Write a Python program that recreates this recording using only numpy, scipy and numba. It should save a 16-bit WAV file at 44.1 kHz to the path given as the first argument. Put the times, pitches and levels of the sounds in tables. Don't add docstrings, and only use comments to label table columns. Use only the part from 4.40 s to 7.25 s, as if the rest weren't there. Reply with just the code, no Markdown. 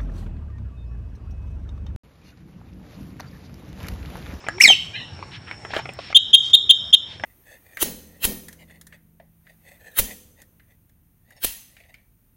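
import sys
import numpy as np
from scipy import signal
from scipy.io import wavfile
from scipy.ndimage import uniform_filter1d, minimum_filter1d
from numba import njit

SR = 44100
rng = np.random.default_rng(int(sys.argv[2]) if len(sys.argv) > 2 else 0)


def ratio_of_db(decibels):
    return 10 ** (np.asarray(decibels, float) / 20)


def digitize_waveform(pressure):
    field = np.atleast_2d(pressure).T
    bounded = np.clip(field, -1, 1)
    quanta = np.round(bounded * 32767).astype(np.int16)
    wavfile.write(sys.argv[1], SR, quanta)


N = 125685
T = np.arange(N) / SR

# mode_hz [Hz], relative_db [dB]
PERCH_MODES = [(680, -10.5), (830, 4), (1250, 4.5), (1580, 3), (1950, 8.5), (2300, 4.5), (2900, 4),
               (3800, -0.5), (5200, -5)]
# mode_hz [Hz], relative_db [dB]
WIRE_MODES = [(7200, 18.5), (8400, 8), (15200, 14)]
PERCH_CYCLES, WIRE_CYCLES = 10, 60
PERCH_RATTLE_S, WIRE_RATTLE_S = .0035, .001
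WIRE_BRIGHT_HZ = 9000
WOBBLE = 0.0058


def band(x, hz, width_hz):
    low_hz = np.clip(np.sqrt(hz ** 2 + width_hz ** 2 / 4) - width_hz / 2, 10, 20000)
    limits = [low_hz, min(low_hz + width_hz, 21000)]
    return signal.sosfilt(signal.butter(2, limits, "band", fs=SR, output="sos"), x)


def unit(x):
    return x / np.sqrt(np.mean(x ** 2))


def walk(rate):
    hold = int(SR / rate)
    steps = np.repeat(rng.standard_normal(N // hold + 1), hold)[:N]
    return unit(uniform_filter1d(uniform_filter1d(steps, hold), hold))


def track(rows, column):
    rows = np.array(rows)
    return np.interp(T, rows[:, 0], rows[:, column])


def gate(rows):
    return uniform_filter1d(1. * (T >= rows[0][0]) * (T <= rows[-1][0]), SR // 500)


def phase_of(hz):
    return 2 * np.pi * np.cumsum(hz) / SR


def hump(start, length):
    return np.sin(np.pi * np.clip((T - start) / length, 0, 1))


def air():
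    # band_hz [Hz], relative_density_db [dB per Hz]
    air_curve = np.array([(25, -24), (100, 5), (170, -4.5), (400, -13), (1800, -18.5), (4500, -28),
                          (8200, -36.5), (9500, -51), (15500, -66)])
    out, swell = np.zeros(N), walk(5.3)
    for hz in 25 * 2 ** (np.arange(29) / 3):
        band_db = np.interp(np.log(hz), np.log(air_curve[:, 0]), air_curve[:, 1])
        band_db += 10 * np.log10(hz)
        moving_db = band_db + 1.2 * swell + 3 * walk(15)
        noise = band(band(rng.standard_normal(N), hz, hz / 3), hz, hz / 3)
        out += ratio_of_db(moving_db) * unit(noise)
    return unit(out) * ratio_of_db(-42)


def low_hum():
    # time_s [s], pitch_hz [Hz], level_db [dB]
    hum_rows = [(.04, 240, -55), (.19, 390, -35), (.22, 410, -55)]
    return gate(hum_rows) * ratio_of_db(track(hum_rows, 2)) * np.sin(phase_of(track(hum_rows, 1)))


def insect():
    # time_s [s], pitch_hz [Hz], level_db [dB before the wander]
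    whine_rows = [(0, 5250, -57.5), (.2, 5584, -39.5), (.35, 5480, -54), (1.7, 5380, -50.5)]
    width_hz = 280
    lowpass = signal.butter(4, width_hz / 2, fs=SR, output="sos")
    flutter = unit(signal.sosfilt(lowpass, rng.standard_normal((2, N))))
    phase = phase_of(track(whine_rows, 1))
    whine = flutter[0] * np.cos(phase) + flutter[1] * np.sin(phase)
    return ratio_of_db(track(whine_rows, 2) + 2 * walk(15)) * whine


def far_bird():
    # start_s [s], length_s [s], fundamental_hz [Hz], level_db [dB added to each partial]
    far_rows = [(0.522, 0.073, 980, -15), (0.521, 0.052, 835, -17.5), (0.571, 0.062, 920, -17.5)]
    far_partials_db = [-11, -3.5, -8]
    out, wobble = np.zeros(N), 1 + .035 * walk(250)
    for start, length, hz, db in far_rows:
        phase = phase_of(hz * wobble)
        note = sum(ratio_of_db(d) * np.sin(k * phase) for k, d in enumerate(far_partials_db, start=2))
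        out += ratio_of_db(db) * hump(start, length) * note
    return out


def soft_swells():
    # start_s [s], length_s [s], level_db [dB], centre_hz [Hz]
    swell_rows = [(0.193, 0.16, -33, 255), (0.909, 0.071, -39.5, 2440), (1.06, 0.089, -43, 1810),
                  (1.283, 0.15, -41.5, 2600), (1.587, 0.16, -43, 2700), (2.015, 0.11, -37.5, 4230),
                  (2.664, .12, -43, 2710)]
    out = np.zeros(N)
    for start, length, db, hz in swell_rows:
        grain = rng.standard_normal(N) * ratio_of_db(2.4 * walk(90))
        grain = unit(band(band(grain, hz, hz), hz, 1.5 * hz))
        out += ratio_of_db(db) * hump(start, length) ** .5 * grain
    return out


def strikes(rows, modes, cycles, rattle_s):
    slope_db = 3
    out, t = np.zeros(N + SR), np.arange(SR // 10) / SR
    hz, db = np.array(modes).T[:, :, None]
    k = len(modes)
    for start, peak_db, bright_hz in rows:
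        luck = rng.standard_normal((3, len(t)))
        gain = ratio_of_db(db - slope_db * abs(np.log2(hz / bright_hz)) + 5.0 * luck[0, :k, None])
        detuned_hz = hz * (1 + 0.073 * luck[0, k:2 * k, None])
        decay = 1000 ** (-t * hz / cycles)
        ring = (gain * np.sin(2 * np.pi * detuned_hz * t) * decay).sum(axis=0)
        ring = ring * np.clip(t * hz.max() / 2, 0, 1)
        contacts = luck[2] ** 3 * np.exp(-t / rattle_s)
        hit = signal.fftconvolve(ring, contacts)[:len(t)]
        i = int(start * SR)
        out[i:i + len(t)] += ratio_of_db(peak_db) * hit / abs(hit).max()
    return out[:N]


def perch_knocks():
    # start_s [s], peak_db [dB], brightest_hz [Hz]
    knock_rows = [(0.041, -29.5, 2200), (0.066, -24, 813), (0.086, -8, 2180), (0.182, -24, 2076),
                  (0.282, -5, 1770), (0.3, -4.5, 2245), (0.791, -29, 800), (0.826, -20.5, 860),
                  (1.112, -16.5, 1500), (1.249, -18, 1390), (1.305, -24.5, 1500), (1.335, -13.5, 1220),
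                  (1.365, -9, 1370), (1.455, -20.5, 2030), (1.49, -20.5, 719), (1.589, -19, 1870),
                  (1.702, -27, 712), (1.727, -16, 3800), (2.798, -23, 1890), (2.837, -9.5, 1500)]
    return strikes(knock_rows, PERCH_MODES, PERCH_CYCLES, PERCH_RATTLE_S)


def wire_ticks():
    # start_s [s], peak_db [dB]
    tick_rows = [(0.0854, -24.5), (1.5355, -36)]
    rows = [(*row, WIRE_BRIGHT_HZ) for row in tick_rows]
    return strikes(rows, WIRE_MODES, WIRE_CYCLES, WIRE_RATTLE_S)


def scrabble():
    start_s, length_s, count = 1.336, .062, 16
    perch_db, wire_db = -21, -37
    late, softer, bright = rng.random((3, count))
    times = start_s + length_s * (np.arange(count) + late) / count
    on_perch = np.column_stack([times, perch_db - 6 * softer, 3000 * bright])
    on_wires = [(s, wire_db, WIRE_BRIGHT_HZ) for s in times]
    perch = strikes(on_perch, PERCH_MODES, PERCH_CYCLES, PERCH_RATTLE_S)
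    return perch + strikes(on_wires, WIRE_MODES, PERCH_CYCLES, WIRE_RATTLE_S)


def call():
    # [dB of partials 1, 2, 4]
    call_rows = [(.201, 1875, -16, -73, -35), (.207, 1976, 1, -45.5, -24), (.2115, 2325, 7, -26, -46),
                 (.215, 2783, -3.5, -21, -44), (.224, 2968, -13.5, -1.5, -33),
                 (.236, 2558, -21.5, -22.5, -30), (.241, 2448, 10.5, -27, -59),
                 (.246, 2353, 1.5, -1.5, -19), (.259, 2080, 9.5, -4, -26), (.262, 2018, -14, 3, -16),
                 (.271, 1944, -28.5, -21, -12), (.279, 1851, -6.5, 7, -5), (.285, 1660, -20, -16.5, -11),
                 (.289, 1618, -59.5, 2.5, -17), (.316, 1539, -62, 2.5, -17), (.318, 1500, -54.5, -9.5, -18),
                 (.336, 1330, -76, -2.5, -39)]
    # time_s [s], pitch_hz [Hz], level_db [dB]
    whistle_rows = [(.211, 5290, -71), (.218, 5222, -3.5), (.234, 5513, -7), (.240, 5253, 11.5),
                    (.244, 5240, -16)]
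    third_db, upper_fall_db = -18.5, -13
    sum_tone_db, breath_db = -19, -15.5
    pitch = track(call_rows, 1)
    phase = phase_of(pitch * (1 + WOBBLE * walk(300)))
    first, second, fourth = (ratio_of_db(track(call_rows, c)) for c in (2, 3, 4))
    upper = np.zeros(N)
    for k in range(5):
        below_limit = pitch * (4 + k) < SR / 2
        upper += ratio_of_db(upper_fall_db * k) * np.sin((4 + k) * phase) * below_limit
    voice = first * (np.sin(phase) + ratio_of_db(third_db) * np.sin(3 * phase))
    voice = gate(call_rows) * (voice + second * np.sin(2 * phase) + fourth * upper)

    other = phase_of(track(whistle_rows, 1))
    whistle = ratio_of_db(track(whistle_rows, 2)) * np.sin(other)
    sum_tone = ratio_of_db(sum_tone_db) * np.sin(phase + other)
    other_side = gate(whistle_rows) * (whistle + sum_tone)

    airflow = uniform_filter1d(gate(call_rows) * (pitch / pitch.max()) ** 3.0, int(.01 * SR))
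    breath = airflow * unit(band(rng.standard_normal(N), 3500, 11000))
    roughness = 1 + .1 * walk(1200)
    return (voice + other_side) * roughness + ratio_of_db(breath_db) * breath


def chirps():
    # start_s [s], length_s [s], low_hz [Hz], low_db, high_db [dB added to the shape]
    chirp_rows = [(1.746, 0.035, 3210, 7, 8.5), (1.93, 0.029, 3254, 11, 8), (2.131, 0.028, 3282, 4, 11.5),
                  (2.292, 0.027, 3228, 7.5, 9), (2.527, .028, 3229, 6.5, 8)]
    # share of its length, low_ratio [of low_hz], low_db [dB], high_ratio [of low_hz],
    # high_db [dB]
    chirp_shape = [(0, 0.92, -31, 1.05, -32), (0.198, 1, -3.5, 1.085, -4), (0.499, 1.0, 3, 1.1, 0),
                   (.75, 0.99, 3, 1.16, -0.5), (0.899, .99, -6.5, 1.14, -23), (1.001, 0.87, -30, 1.2, -36)]
    octave, sum_tone, twelfth = ratio_of_db([-26, -27.5, -37])

    def sung(phase):
        return np.sin(phase) + octave * np.sin(2 * phase) + twelfth * np.sin(3 * phase)

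    out, wobble = np.zeros(N), 1 + WOBBLE * walk(250)
    for start, length, hz, low_db, high_db in chirp_rows:
        rows = [(start + share * length, low_ratio, ratio_of_db(low), high_ratio, ratio_of_db(high))
                for share, low_ratio, low, high_ratio, high in chirp_shape]
        low_phase, high_phase = (phase_of(hz * track(rows, c) * wobble) for c in (1, 3))
        low_gain = ratio_of_db(low_db) * track(rows, 2)
        high_gain = ratio_of_db(high_db) * track(rows, 4)
        both = sum_tone * np.sqrt(low_gain * high_gain) * np.sin(low_phase + high_phase)
        out += gate(rows) * (low_gain * sung(low_phase) + high_gain * sung(high_phase) + both)
    return out


def room(x):
    # band_hz [Hz], level_db [dB], t60_s [s]
    tail_bands = [(1500, -23.5, 0.18), (3340, -25, 0.43), (5900, -24, 0.2), (11400, -24.5, 0.48)]
    # lag_s [s], level_db [dB]
    wall_echoes = [(0.009, -15)]
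    t = T[:SR]
    tail = np.zeros(SR)
    for hz, db, t60 in tail_bands:
        noise = unit(band(rng.standard_normal(SR), hz, 0.8 * hz))
        noise = noise * 1000 ** (-t / t60) * np.clip(t / 0.00667, 0, 1)
        tail += ratio_of_db(db) * noise / np.sqrt(np.sum(noise ** 2))
    for lag, db in wall_echoes:
        tail[int(lag * SR)] += ratio_of_db(db)
    return signal.fftconvolve(x, tail)[:N]


def scene():
    cage = perch_knocks() + wire_ticks() + scrabble() + soft_swells()
    slide, notes = call(), chirps()
    flicker = 1.3 * walk(500)
    slide_to_room = ratio_of_db(3.5) * slide * unit(1 + flicker)
    notes_to_room = notes * unit(1 + flicker / 2)
    echo = room(cage + slide_to_room + notes_to_room + far_bird())
    return (slide + notes + cage + echo + insect() + low_hum() + air())[None]


@njit
def recover(db, release):
    out, g = np.empty(len(db)), 0.
    for i in range(len(db)):
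        g = min(db[i], g * release)
        out[i] = g
    return out


def roll_off(x):
    return signal.sosfilt(signal.butter(12, 15730, fs=SR, output="sos"), x)


def record(dry):
    top_db, ratio = -10.5, 2.44
    ahead_s, release_s, clip = .011, .11, 1.05
    ahead = int(ahead_s * SR)
    loud_db = 10 * np.log10(uniform_filter1d(dry[0] ** 2, int(0.014 * SR)) + 1e-12)
    wanted_db = np.minimum(0, (top_db - loud_db) * (1 - 1 / ratio))
    wanted_db = minimum_filter1d(wanted_db, 2 * ahead + 1)
    gain_db = uniform_filter1d(recover(wanted_db, np.exp(-1 / (release_s * SR))), ahead)
    x = dry * ratio_of_db(gain_db)
    x = x / (1 + (x / clip) ** 10) ** (1 / 10)
    treble_cut = signal.ellip(8, .2, 60, 15700, fs=SR, output="sos")
    return roll_off(signal.sosfilt(treble_cut, x))


dry = scene()
out = record(dry)
digitize_waveform(out)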